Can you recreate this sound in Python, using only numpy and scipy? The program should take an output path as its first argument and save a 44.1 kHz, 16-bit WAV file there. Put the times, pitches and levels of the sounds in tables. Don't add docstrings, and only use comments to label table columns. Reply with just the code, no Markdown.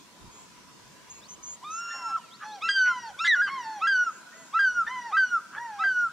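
import sys
import numpy as np
from scipy import signal
from scipy.fft import rfft, irfft
from scipy.io import wavfile
from scipy.ndimage import uniform_filter1d

SR = 44100
rng = np.random.default_rng(int(sys.argv[2]) if len(sys.argv) > 2 else 0)


def waveform_to_disk(signal):
    frames = np.transpose(np.atleast_2d(signal))
    scaled = np.clip(frames, -1, 1) * 32767
    samples = np.round(scaled).astype(np.int16)
    wavfile.write(sys.argv[1], SR, samples)


N = 269892
TIME = np.arange(N) / SR
RELEASE_S = .013


def high_eagle():
    # time_s, pitch_hz, fundamental_db, low_overtones_db, high_overtones_db
    wail = [(1.632, 978.6, -43, -56, -69), (1.647, 1180, -41, -50.5, -71), (1.72, 1291, -37, -50, -64),
            (1.8, 1390, -35, -50, -48), (1.965, 1381, -40, -44.5, -43), (2.013, 1366, -47.5, -51, -51),
            (2.065, 1352, -30, -52.5, -49), (2.094, 1347, -36.5, -49.5, -46),
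            (2.164, 1337, -22.5, -56.5, -66.5), (2.171, 1120, -41, -56, -50.5), (2.197, 955, -46, -77, -78)]
    scream = [(3.185, 1079, -51.5, -52, -60), (3.194, 1196, -41.5, -30, -51), (3.21, 1335, -27, -36.5, -47),
              (3.243, 1375, -33, -37, -41.5), (3.248, 1702, -24, -40, -44.5),
              (3.273, 1700, -27.5, -31, -45.5), (3.276, 2044, -19.5, -37, -42),
              (3.305, 1940, -20.5, -29, -47), (3.347, 1672, -18.5, -40, -58),
              (3.352, 1500, -27.5, -46, -51), (3.385, 1411, -25.5, -52.5, -50),
              (3.414, 1457, -18.5, -50, -49.5), (3.419, 1651, -22, -46.5, -52),
              (3.46, 1586, -28.5, -54, -45), (3.487, 1497, -35.5, -40, -58)]
    # time_s, half_length_s, depth
    cry_breaks = [(1.64, 0.0054, 0.44), (2.184, 0.011, 0.38), (3.261, 0.015, 0.88), (3.36, .0076, 0.29),
                  (3.425, 0.0034, 0.23), (3.478, .012, .7)]
    # start_s, jump_s, end_s, top_hz, shelf_hz, last_hz, knee_share, scoop_db, fundamental_db,
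    # low_overtones_db, high_overtones_db, dip_s, dip_half_s, dip_db
    yelps = [(2.615, 2.688, 2.94, 1610, 1507, 1303, .65, -29.5, -20, -31, -31, 2.736, 0.027, 13.5),
             (3.81, 3.87, 4.11, 1624, 1477, 1193, .5, -22.5, -22, -38, -38.5, 4.054, .01, 26),
             (4.533, 4.591, 4.845, 1613, 1467, 1223, 0.51, -20.5, -20, -42.5, -41.5, 4.733, 0.032, 19),
             (5.119, 5.168, 5.395, 1575, 1471, 1171, .5, -22, -19.5, -44, -42.5, 5.289, 0.03, 26.5),
             (5.785, 5.837, 6.092, 1591, 1466, 1253, 0.52, -25.5, -22.5, -45, -46.5, 5.941, 0.024, 8)]
    # frequency_hz, gain_db
    throat = [(2700, 7), (3200, 3.5), (3700, 8.5), (4200, -18), (4750, 6), (5200, -9.5), (5500, 9.5),
              (5950, -2.5), (6400, -19), (6900, 5.5), (7400, -29), (8100, -15), (9500, -41), (11000, -47)]
    notes = [np.array(wail), np.array(scream)] + [high_yelp(*row) for row in yelps]
    notes.sort(key=lambda note: note[0, 0])
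    breaks, squeaks = list(cry_breaks), []
    for start_s, jump_s, *_, fundamental_db, _, _, _, _, _ in yelps:
        breaks += [(start_s + .0041, .0091, .3), (jump_s + .007, .0097, .26)]
        squeaks.append((jump_s + .008, .02, fundamental_db - 19, 1978, 68.5))
    voice = syrinx(notes, breaks, throat, split_hz=4200, jitter=.002, shimmer_db=2.6,
                   rattle_hz=335, rattle=.4, chaos=.12, grit=.008)
    return voice + rasps(squeaks)


def high_yelp(start_s, jump_s, end_s, top_hz, shelf_hz, last_hz, knee,
              scoop_db, fundamental_db, low_db, high_db, dip_s, dip_half_s, dip_db):
    t = np.linspace(start_s, end_s, num=600)
    scoop_hz = top_hz * (.84 - .165 * np.exp(-(t - start_s) / .013))
    attack_db = 24.5 * np.exp(-(t - start_s) / .009)
    falter_db = 7 * bump(t, jump_s, .007)
    brightness_db = .67 * (low_db - fundamental_db)
    scoop = [scoop_hz, scoop_db - attack_db - falter_db]
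    scoop += [db + brightness_db - attack_db / 2 for db in (-27, -41)]
    progress = np.clip((t - jump_s) / (end_s - jump_s), 0, 1)
    release_db = 25.5 * np.exp((t - end_s) / RELEASE_S)
    upper = [slide(progress, top_hz, shelf_hz, last_hz, knee, ease=2.13, drop=5.6),
             fundamental_db - 1.4 * progress - release_db - dip_db * bump(t, dip_s, dip_half_s),
             low_db - 21 * progress - release_db,
             high_db - 15.5 * progress - release_db]
    jumped = np.clip((t - jump_s) / .0032 + .5, 0, 1)
    return np.column_stack([t] + [a + (b - a) * jumped for a, b in zip(scoop, upper)])


def low_eagle():
    # start_s, end_s, top_hz, shelf_hz, last_hz, knee_share, scoop_share, fundamental_db,
    # low_overtones_db, high_overtones_db, dip_s, dip_db, hoarse_half_s, hoarse_depth, rasp_db
    yelps = [(1.925, 2.141, 1083, 845, 680.5, .99, 0.04, -38, -56.5, -68.5, 1.98, 8.5, .1, 0.9, -48.5),
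             (2.426, 2.609, 883, 830, 641.3, .9, .09, -36.5, -45, -50, 2.52, 0.5, 0.018, 0.2, -39.5),
             (2.868, 3.125, 1062, 947, 698.4, .7, .06, -32, -43.5, -45, 3.013, 19, .015, 0.6, -42),
             (3.478, 3.822, 1143, 888.5, 726.4, .6, .12, -31, -43, -47, 3.634, 11, 0.0083, .55, -33),
             (4.327, 4.47, 690, 668, 598.4, .8, .12, -50, -51, -63.5, 4.38, 7, 0.18, 0.3, -68),
             (4.87, 5.14, 1089, 969.4, 651, .6, 0.22, -32, -39, -48.5, 5.024, 7, 0.012, 0.6, -43.5),
             (5.554, 5.88, 1022, 818, 641, .68, 0.26, -35.5, -42.5, -58, 5.742, 1.5, .021, 0.3, -40.5)]
    # frequency_hz, gain_db
    throat = [(2000, 7), (2600, -7.5), (3150, 7.5), (3600, -9.5), (4000, -8.5), (4400, 6), (4900, -9),
              (5300, -7), (5800, 7.5), (6400, -21), (7000, -7), (7800, -41), (10000, -42)]
    rasp_hz, rasp_width_hz = 1434, 550
    notes, breaks, catches = [], [], []
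    for start_s, end_s, *shape, hoarse_half_s, hoarse_depth, rasp_db in yelps:
        notes.append(low_yelp(start_s, end_s, *shape))
        hoarse_s = start_s + .008
        breaks += [(hoarse_s, hoarse_half_s, hoarse_depth), (end_s - .015, .02, .26)]
        catches.append((hoarse_s, hoarse_half_s, rasp_db, rasp_hz, rasp_width_hz))
    return rasps(catches) + syrinx(notes, breaks, throat, split_hz=2500, jitter=.0053, shimmer_db=2.5,
                                   rattle_hz=233, rattle=.35, chaos=.62, grit=.021)


def low_yelp(start_s, end_s, top_hz, shelf_hz, last_hz, knee, scoop,
             fundamental_db, low_db, high_db, dip_s, dip_db):
    t = np.linspace(start_s, end_s, num=600)
    age_s = t - start_s
    progress = age_s / (end_s - start_s)
    hz = slide(progress, top_hz, shelf_hz, last_hz, knee, ease=2.49, drop=7.2)
    hz *= 1 - scoop * np.exp(-age_s / .033)
    attack_db = 26.5 * np.exp(-age_s / .019)
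    release_db = 18.5 * np.exp((t - end_s) / RELEASE_S)
    beak_db = 10.5 * np.exp(-age_s / .021)
    fundamental = fundamental_db - 9 * progress - release_db - attack_db - dip_db * bump(t, dip_s, .019)
    low = low_db - 7 * progress - release_db
    high = high_db - 9 * progress - release_db - beak_db
    return np.column_stack([t, hz, fundamental, low, high])


def slide(progress, top_hz, shelf_hz, last_hz, knee, ease, drop):
    eased = np.sin(np.pi / 2 * np.minimum(progress / knee, 1)) ** ease
    return top_hz + (shelf_hz - top_hz) * eased + (last_hz - shelf_hz) * progress ** drop


def syrinx(notes, breaks, throat, split_hz, jitter, shimmer_db, rattle_hz, rattle, chaos, grit):
    times, *tracks = np.vstack(notes).T
    pitch_hz, fundamental_db, low_db, high_db = (np.interp(TIME, times, track) for track in tracks)
    sounding = np.any([(TIME > n[0, 0] - .006) & (TIME < n[-1, 0] + .006) for n in notes], axis=0)
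    gate = uniform_filter1d(uniform_filter1d(sounding * 1., size=300), size=200)
    hz = pitch_hz * (1 + jitter * wander(107.4))
    rough = sum(depth * bump(TIME, time_s, half_s) for time_s, half_s, depth in breaks)
    rattle_phase = phase_of(rattle_hz * (1 + .0399 * wander(80)))
    shake = rattle * np.cos(rattle_phase) + chaos * wander(390, order=4)
    phase = phase_of(hz) + rough * shake + grit * wander(660)
    swell = gate * (1 + rough * (.73 * np.sin(rattle_phase) + .046 * wander(300, order=4)))
    harmonics = np.arange(2, 11)[:, None]
    passed = gain_of(spectrum_at(throat, harmonics * hz))
    above = (1 + np.tanh((harmonics * hz - split_hz) / 120)) / 2
    gains = sum(share * gain_of(db) / (np.linalg.norm(share * passed, axis=0) + .041)
                for share, db in [(1 - above, low_db), (above, high_db)])
    overtones = sum(gain * gain_of(shimmer_db * wander(48)) * np.sin(k * phase)
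                    for k, gain in zip(harmonics, gains))
    steady = 1 / (1 + (uniform_filter1d(np.gradient(hz), size=130) / .7) ** 2)
    response = [(500, -35), (1400, -2), *throat, (14000, -80)]
    throat_gain = gain_of(spectrum_at(response, np.fft.rfftfreq(N, 1 / SR)))
    overtones = irfft(rfft(swell * steady * overtones) * throat_gain, N)
    return np.sqrt(2) * (swell * gain_of(fundamental_db) * np.sin(phase) + overtones)


def rasps(rows, octave_db=-19):
    out = np.zeros(N)
    for time_s, half_s, level_db, centre_hz, width_hz in rows:
        on = abs(TIME - time_s) < half_s * np.pi
        t = TIME[on]
        real, imag = (wander(width_hz / 2, order=3, size=len(t)) for _ in range(2))
        band = (real + 1j * imag) * np.exp(2j * np.pi * centre_hz * t)
        voice = evened(band.real) + gain_of(octave_db) * evened((band ** 2).real)
        out[on] += gain_of(level_db) * np.exp(-((t - time_s) / half_s) ** 2 / 2) * voice
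    return out


def small_birds(trill_hz=115, throb=.22):
    # start_s, length_s, start_hz, end_hz, level_db
    trills = [(.308, .16, 6580, 7280, -55.5), (1.097, .033, 6370, 6850, -45.5),
              (1.113, 0.096, 6500, 6900, -53), (1.284, 0.07, 5920, 6620, -46),
              (1.429, 0.022, 6300, 6010, -43.5), (1.44, .12, 6130, 6940, -42),
              (1.701, .11, 6030, 6920, -43.5), (4.078, 0.15, 6700, 7050, -56),
              (4.328, 0.19, 6560, 7020, -57)]
    whistles = [(1.215, 0.061, 3300, 5130, -56.5), (2.153, .16, 3200, 2110, -63),
                (2.304, 0.065, 3050, 5000, -54), (2.496, 0.07, 3290, 4853, -54.5),
                (2.762, .092, 3250, 4750, -57.5), (6, .021, 4300, 7760, -59)]
    waver = np.sin(phase_of(trill_hz * (1 + .2 * wander(37)))) + .67 * wander(400, order=4)
    two_voices = lambda phase: np.sin(phase) + gain_of(-17) * np.sin(1.23 * phase)
    trilled = sum(chirp(*row, bend=.85, waver_hz=240 * waver, voice=two_voices, left_lag_s=54e-6)
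                  for row in trills)
    whistled = sum(chirp(*row, bend=1.4, waver_hz=35 * waver, voice=np.sin) for row in whistles)
    return trilled * (1 + throb * waver) + whistled


def chirp(start_s, length_s, start_hz, end_hz, level_db, bend, waver_hz, voice, left_lag_s=0):
    out = np.zeros((2, N))
    on = (TIME >= start_s) & (TIME < start_s + length_s)
    progress = (TIME[on] - start_s) / length_s
    hz = start_hz + (end_hz - start_hz) * progress ** bend + waver_hz[on]
    phase = phase_of(hz) - 2 * np.pi * hz * np.array([[left_lag_s], [0]])
    out[:, on] = gain_of(level_db) * evened(np.sqrt(np.sin(np.pi * progress)) * voice(phase))
    return out


def tree_echoes(calls, t60_s=2.24, dull_hz=2200, taps_per_s=2000, spread=.51):
    # delay_s, level_db
    echoes = [(0.019, -13), (0.046, -27.5), (.083, -26.5), (0.137, -36)]
    t = TIME[:2 * SR]
    taps = rng.standard_normal((3, len(t))) * (rng.random((3, len(t))) < taps_per_s / SR)
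    taps *= gain_of(-60 * t / t60_s) * np.minimum(t / .024, 1)
    tail = taps[0] + spread * taps[1:]
    tail *= gain_of(-22) / np.linalg.norm(tail[0])
    for delay_s, level_db in echoes:
        tail[:, round(delay_s * SR)] += gain_of(level_db)
    tail = signal.lfilter(*signal.butter(1, dull_hz, fs=SR), tail)
    return signal.fftconvolve(calls[None], tail, axes=1)[:, :N]


def air(level_db=-53, rumble_hz=92, patchy_db=2.5):
    # frequency_hz, relative_db
    colour = [(15, -49.5), (25, -17.5), (49, -5), (107, -8), (215, -1.5), (246, -5), (703, -11.5),
              (827, -14), (896, -9.5), (998, -9), (1340, -11.5), (2120, -14.5), (5740, -16), (6560, -15.5),
              (15500, -34.5)]
    # time_s, gain_db
    breeze = [(0, -4.5), (1.45, 0.5), (1.8, -17.5), (2.4, -19.5), (2.9, -2.5), (3.6, -18), (4.4, -20),
              (4.8, 3), (5.4, -15), (6.1, -1.5)]
    # time_s, half_length_s, rise_db
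    puffs = [(0.264, 0.068, 17), (3.436, 0.045, 19.5)]
    # frequency_hz, correlation
    likeness = [(60, 0.16), (150, 0.4), (380, 0.22), (950, 0.52), (2380, 0.13), (5980, 0.047),
                (15000, 0.092)]
    frames, hz = N // 512 + 5, np.fft.rfftfreq(2048, 1 / SR)
    t = np.arange(frames)[:, None] * 512 / SR
    noise = rng.standard_normal((5, frames, len(hz)))
    left, unrelated = noise[0] + 1j * noise[1], noise[2] + 1j * noise[3]
    patches = evened(uniform_filter1d(uniform_filter1d(noise[4], size=8, axis=0), size=10, axis=1))
    same = np.clip(spectrum_at(likeness, hz), -1, 1)
    spectra = np.array([left, same * left + np.sqrt(1 - same ** 2) * unrelated])
    rumble_db = np.interp(t, *np.transpose(breeze))
    rumble_db += sum(rise_db * bump(t, time_s, half_s) for time_s, half_s, rise_db in puffs)
    bass = 1 / (1 + (hz / rumble_hz) ** 4)
    spectra *= gain_of(spectrum_at(colour, hz) + patchy_db * patches + bass * rumble_db)
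    spectra[0] *= gain_of(-3 * bass)
    spectra *= hz ** 2 / (hz ** 2 + 32 ** 2)
    _, hush = signal.istft(spectra.transpose(0, 2, 1), nperseg=2048, noverlap=1536)
    return gain_of(level_db) * evened(hush[:, :N])


def far_chorus(centre_hz=996, width_hz=45, level_db=-62):
    phase = 2 * np.pi * centre_hz * TIME
    drone = wander(width_hz / 2) * np.cos(phase) + wander(width_hz / 2) * np.sin(phase)
    return gain_of(level_db) * evened(drone)


def gain_of(db):
    return 10 ** (np.asarray(db) / 20)


def evened(x):
    return x / np.sqrt(np.mean(x ** 2) + 1e-20)


def phase_of(hz):
    return 2 * np.pi * np.cumsum(hz) / SR


def spectrum_at(points, hz):
    point_hz, value = np.transpose(points)
    return np.interp(np.log(hz + 1), np.log(point_hz + 1), value)


def wander(hz, order=2, size=N):
    rolloff = np.sqrt(1 + (np.fft.rfftfreq(size, 1 / SR) / hz) ** (2 * order))
    return evened(irfft(rfft(rng.standard_normal(size)) / rolloff, size))


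def bump(t, centre_s, half_s):
    return np.exp(-((t - centre_s) / half_s) ** 2)


def scene():
    # time_s, half_length_s, level_db, centre_hz, width_hz
    catches = [(1.923, .016, -42, 1790, 70), (2.105, .027, -47, 1130, 190), (2.103, .022, -50, 1560, 210),
               (2.686, .0033, -42, 3200, 2500), (2.874, .017, -42, 2100, 1000),
               (3.266, .009, -26, 2050, 70), (3.262, .009, -31, 3740, 85), (3.263, .01, -39, 4200, 2300),
               (4.879, .007, -31, 1815, 85), (5.582, .008, -35, 1715, 75)]
    eagles = high_eagle() + low_eagle() + rasps(catches)
    chirps = small_birds()
    direct = eagles * gain_of([[-.3], [.3]]) + chirps
    return direct + tree_echoes(eagles + chirps[1]) + air() + far_chorus()


def record(dry):
    lowpass = signal.firwin(511, cutoff=15700, window=("kaiser", 9), fs=SR)
    return signal.oaconvolve(dry, lowpass[None], "same")


dry = scene()
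out = record(dry)
waveform_to_disk(out)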